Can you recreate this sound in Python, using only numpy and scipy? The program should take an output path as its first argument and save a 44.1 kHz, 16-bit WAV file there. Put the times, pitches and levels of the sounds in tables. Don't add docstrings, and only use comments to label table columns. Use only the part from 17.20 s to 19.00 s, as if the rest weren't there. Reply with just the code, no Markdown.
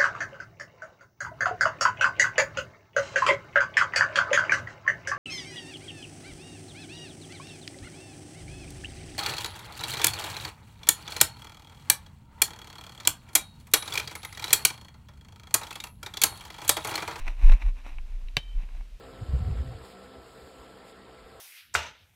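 import sys
import numpy as np
from scipy import signal
from scipy.fft import rfft
from scipy.io import wavfile

SR = 44100
rng = np.random.default_rng(int(sys.argv[2]) if len(sys.argv) > 2 else 0)


def inscribe(sig):
    pcm = np.round(np.clip(np.atleast_2d(sig).T, -1, 1) * 32767)
    wavfile.write(sys.argv[1], SR, pcm.astype(np.int16))


N = 79380
TIME = np.arange(N) / SR

# frequency in Hz, relative level in dB.
CLOTH_SPECTRUM = [(150, -45), (250, 3.5), (346, -2), (463, -16), (550, -3), (641, -1), (1040, 2),
                  (1290, -6.5), (2060, -1.5), (2610, 2), (3270, -15), (3940, -7.5), (4600, -30),
                  (5750, -14), (6820, -26), (9610, -24.5), (11400, -36), (13300, -27), (15000, -48)]


def smack(hit_s):
    # offset from the hit in seconds, gain in dB.
    contacts = [(-.00066, -18), (-.00002, 2), (.00102, -6.5), (.00298, -6)]
    # frequency in Hz, level in dB before contact gain, T60 in seconds.
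    skin_modes = [(255, -28, .015), (320, -45, 0.031), (444, -30.5, .04), (584, -27.5, 0.018),
                  (696, -36, 0.029), (1133, -33, 0.028), (1632, -30.5, 0.031), (2218, -14.5, 0.018),
                  (2770, -13.5, 0.0063), (3532, -28, 0.041), (3804, -17.5, 0.015), (4512, -18, 0.015),
                  (6000, -28, 0.0092), (7860, -37.5, 0.016), (9774, -33.5, 0.0039), (12501, -33, .003),
                  (14900, -37, .003)]
    # frequency in Hz, relative level in dB.
    crack_spectrum = [(200, 2), (600, 7.5), (1400, -5), (2500, 5), (4200, -9), (5300, -18), (7000, -29),
                      (8000, -5), (8900, -30), (10000, -16), (11000, -31), (12500, -22), (13600, -26),
                      (15000, -20)]
    slap = sum((-1) ** k * mode(hit_s + offset_s, hz, db + contact_db, t60_s)
               for offset_s, contact_db in contacts
               for k, (hz, db, t60_s) in enumerate(skin_modes))
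    crack = from_db(-23.5) * burst(hit_s, decay_s=.0019) * noise(crack_spectrum)
    thump = mode(hit_s + .0018, hz=136.7, db=-22, t60_s=.05)
    return slap + crack + thump


def cavity_ring(hit_s):
    # frequency in Hz, level in dB before the waver, T60 in seconds.
    cavity_modes = [(1825, -57, 0.27), (2340, -54.5, 0.57), (3064.4, -49.5, 0.47), (3071, -43, 0.51),
                    (3113.7, -54.5, 0.65), (3790, -56.5, 0.49), (3793, -57.5, 0.43), (4463, -59, .3),
                    (5600, -64, .23)]
    waver_db = 3.2
    return sum(mode(hit_s, hz, db + waver_db * drift(cutoff_hz=34.95), t60_s)
               for hz, db, t60_s in cavity_modes)


def scatter(hit_s):
    # frequency in Hz, relative level in dB.
    scatter_spectrum = [(100, -3), (350, -1.5), (700, -2), (1400, -6.5), (2400, 1.5), (4000, -1.5),
                        (5000, -8.5), (7000, -16.5), (10000, -22.5), (15000, -28)]
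    near = from_db(-31) * burst(hit_s, decay_s=.011)
    far = from_db(-59) * burst(hit_s, decay_s=.064)
    return (near + far) * noise(scatter_spectrum)


def wind():
    # time in seconds, level in dB before the low-pass.
    buffet_levels = [(0, -31), (.075, -25), (.15, -35), (.215, -28.5), (.24, -7), (.335, -9), (.362, -33),
                     (.405, -41), (.435, -24), (.462, -16.5), (.56, -37), (.615, -44.5), (.645, -36),
                     (.675, -38.5), (.81, -30.5), (.89, -40.5), (.94, -27), (1.0, -35.5), (1.04, -31),
                     (1.14, -40), (1.2, -42.5), (1.28, -37), (1.32, -37.5), (1.372, -18.5), (1.41, -32.5),
                     (1.49, -40), (1.595, -29.5), (1.635, -42.5), (1.71, -47.5), (1.74, -39.5), (1.8, -54)]
    # time in seconds, centre swing rate in Hz.
    buffet_rates = [(0, 22), (.12, 27), (.235, 32), (.28, 20), (.35, 32.9), (.45, 40), (.51, 30), (.65, 29),
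                    (.75, 20), (.93, 31), (1.1, 29), (1.25, 40), (1.38, 30), (1.5, 26), (1.57, 35),
                    (1.8, 36)]
    # frequency in Hz, relative level in dB.
    eddy_spectrum = [(20, -15), (45, 4.5), (60, -3.5), (80, -18), (120, -25.5), (200, -32.5), (400, -58),
                     (1000, -84)]
    level = from_db(in_time(buffet_levels))
    swing_hz = in_time(buffet_rates) * np.exp(.0695 * drift(cutoff_hz=11.1))
    swing = np.sqrt(2) * np.sin(2 * np.pi * np.cumsum(swing_hz) / SR)
    buffet = cut(level * swing, 63.2, "low", order=4)
    eddy_level = from_db(-37.5) * (level / from_db(-20)) ** .57
    return buffet + eddy_level * noise(eddy_spectrum)


def rustle():
    # time in seconds, relative level in dB.
    early_rub = [(0.0, -47.5), (0.008, -46), (0.042, -53.5), (0.084, -37.5), (0.094, -46), (0.158, -58),
                 (0.236, -43.5), (0.336, -42.5), (0.348, -47.5), (0.392, -55), (0.422, -42.5),
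                 (0.448, -51.5), (0.49, -49.5), (0.54, -74.5), (0.574, -52), (0.632, -59), (0.666, -46),
                 (0.76, -58)]
    late_rub = [(.82, -65.5), (.92, -58), (.97, -64.5), (1.15, -67.5), (1.36, -63), (1.42, -52),
                (1.46, -64.5), (1.51, -62.5), (1.55, -56), (1.62, -61), (1.66, -68.5), (1.8, -76)]
    # frequency in Hz, relative level in dB.
    crackle_spectrum = [(500, -17), (2000, -3), (3800, 1), (5000, -1.5), (9000, -11.5), (15000, -13)]
    rub = from_db(in_time(list(early_rub) + list(late_rub)))
    slips = grains(per_s=2000) + .5 * rng.standard_normal(N)
    cloth = rms_one(cut(coloured(slips, CLOTH_SPECTRUM), 212, "high", order=4))
    crackle = coloured(grains(per_s=350), crackle_spectrum)
    crackle_level = from_db(-54) * (rub / from_db(-40)) ** 1.73
    return from_db(-3) * rub * cloth + crackle_level * crackle


def strap_snaps():
    # start in seconds, level in dB, low and high edges in Hz, decay in seconds.
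    catches = [(0.067, -42, 1200, 4000, .006), (0.0793, -28, 570, 4500, 0.0031),
               (.2950, -30.5, 450, 1700, 0.0029), (0.2983, -32.5, 1900, 4200, 0.0022),
               (.320, -32.5, 500, 13000, 0.0079), (.336, -36, 1500, 11000, 0.0031),
               (0.421, -35.5, 700, 3200, 0.004), (0.6628, -41.5, 505, 1700, 0.0048),
               (0.7843, -39, 890, 2670, 0.0023), (1.0847, -43, 2980, 4060, 0.0022),
               (1.434, -47.5, 400, 4020, 0.0025), (1.489, -48, 300, 2500, 0.0028),
               (1.609, -48, 400, 3000, 0.0034)]
    out = np.zeros(N)
    for start_s, db, low_hz, high_hz, decay_s in catches:
        envelope = burst(start_s, decay_s)
        scuff = envelope * noise(CLOTH_SPECTRUM) + 1e-18
        scuff = cut(scuff, low_hz, "high", order=3)
        scuff = cut(scuff, high_hz, "low", order=4)
        envelope_rms = np.sqrt(np.mean(envelope ** 2))
        out += from_db(db) * envelope_rms * rms_one(scuff)
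    return out


def mount_knocks():
    # start in seconds, level in dB, frequency in Hz.
    knocks = [(0.079, -51, 150), (.297, -40, 259), (.662, -44.5, 255), (1.432, -42.5, 148),
              (1.605, -53.5, 250)]
    return sum(mode(start_s, hz, db, t60_s=.056) for start_s, db, hz in knocks)


def evening_air():
    # frequency in Hz, relative level in dB.
    air_spectrum = [(71, -7), (120, 0.5), (216, -6), (306, -8.5), (623, -9.5), (704, -10), (780, -18),
                    (1350, -14), (2200, -16.5), (2490, -12.5), (2980, -13.5), (12400, -28.5), (15500, -31)]
    return from_db(-63) * rms_one(cut(noise(air_spectrum), 110, "high"))


def from_db(db):
    return 10 ** (np.asarray(db) / 20)


def rms_one(x):
    return x / np.sqrt(np.mean(x ** 2) + 1e-20)


def in_time(rows):
    return np.interp(TIME, *np.transpose(rows))


def cut(x, hz, kind, order=2):
    sections = signal.butter(order, np.clip(hz, 10, .45 * SR), kind, fs=SR, output="sos")
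    return signal.sosfilt(sections, x)


def coloured(x, spectrum):
    hz, db = np.transpose(spectrum)
    bin_hz = np.maximum(np.arange(N // 2 + 1) * SR / N, 1)
    gain = from_db(np.interp(np.log(bin_hz), np.log(hz), db))
    return rms_one(np.fft.irfft(rfft(x) * gain, N))


def noise(spectrum):
    return coloured(rng.standard_normal(N), spectrum)


def burst(start_s, decay_s):
    return (TIME >= start_s) * np.exp(-np.maximum(TIME - start_s, 0) / decay_s)


def mode(start_s, hz, db, t60_s):
    out = np.zeros(N)
    live = slice(*np.searchsorted(TIME, [start_s, start_s + 2 * t60_s]))
    age_s = TIME[live] - start_s
    out[live] = np.exp(-np.log(1000) * age_s / t60_s) * np.sin(2 * np.pi * hz * age_s)
    return from_db(db) * out


def drift(cutoff_hz):
    return rms_one(cut(rng.standard_normal(N), cutoff_hz, "low"))


def grains(per_s, spread_db=3.5):
    sizes = from_db(spread_db * np.minimum(rng.exponential(1, N), 4))
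    signs = rng.choice([-1, 1], N)
    return rms_one(sizes * signs * (rng.random(N) < per_s / SR))


def scene():
    hit_s = 1.1682
    movement = wind() + rustle() + strap_snaps() + mount_knocks()
    ball = smack(hit_s) + scatter(hit_s) + cavity_ring(hit_s)
    return (ball + movement + evening_air())[None]


def record(dry):
    cutoff_hz = 15200
    return signal.sosfilt(signal.ellip(10, .1, 80, cutoff_hz, fs=SR, output="sos"), dry)


dry = scene()
out = record(dry)
inscribe(out)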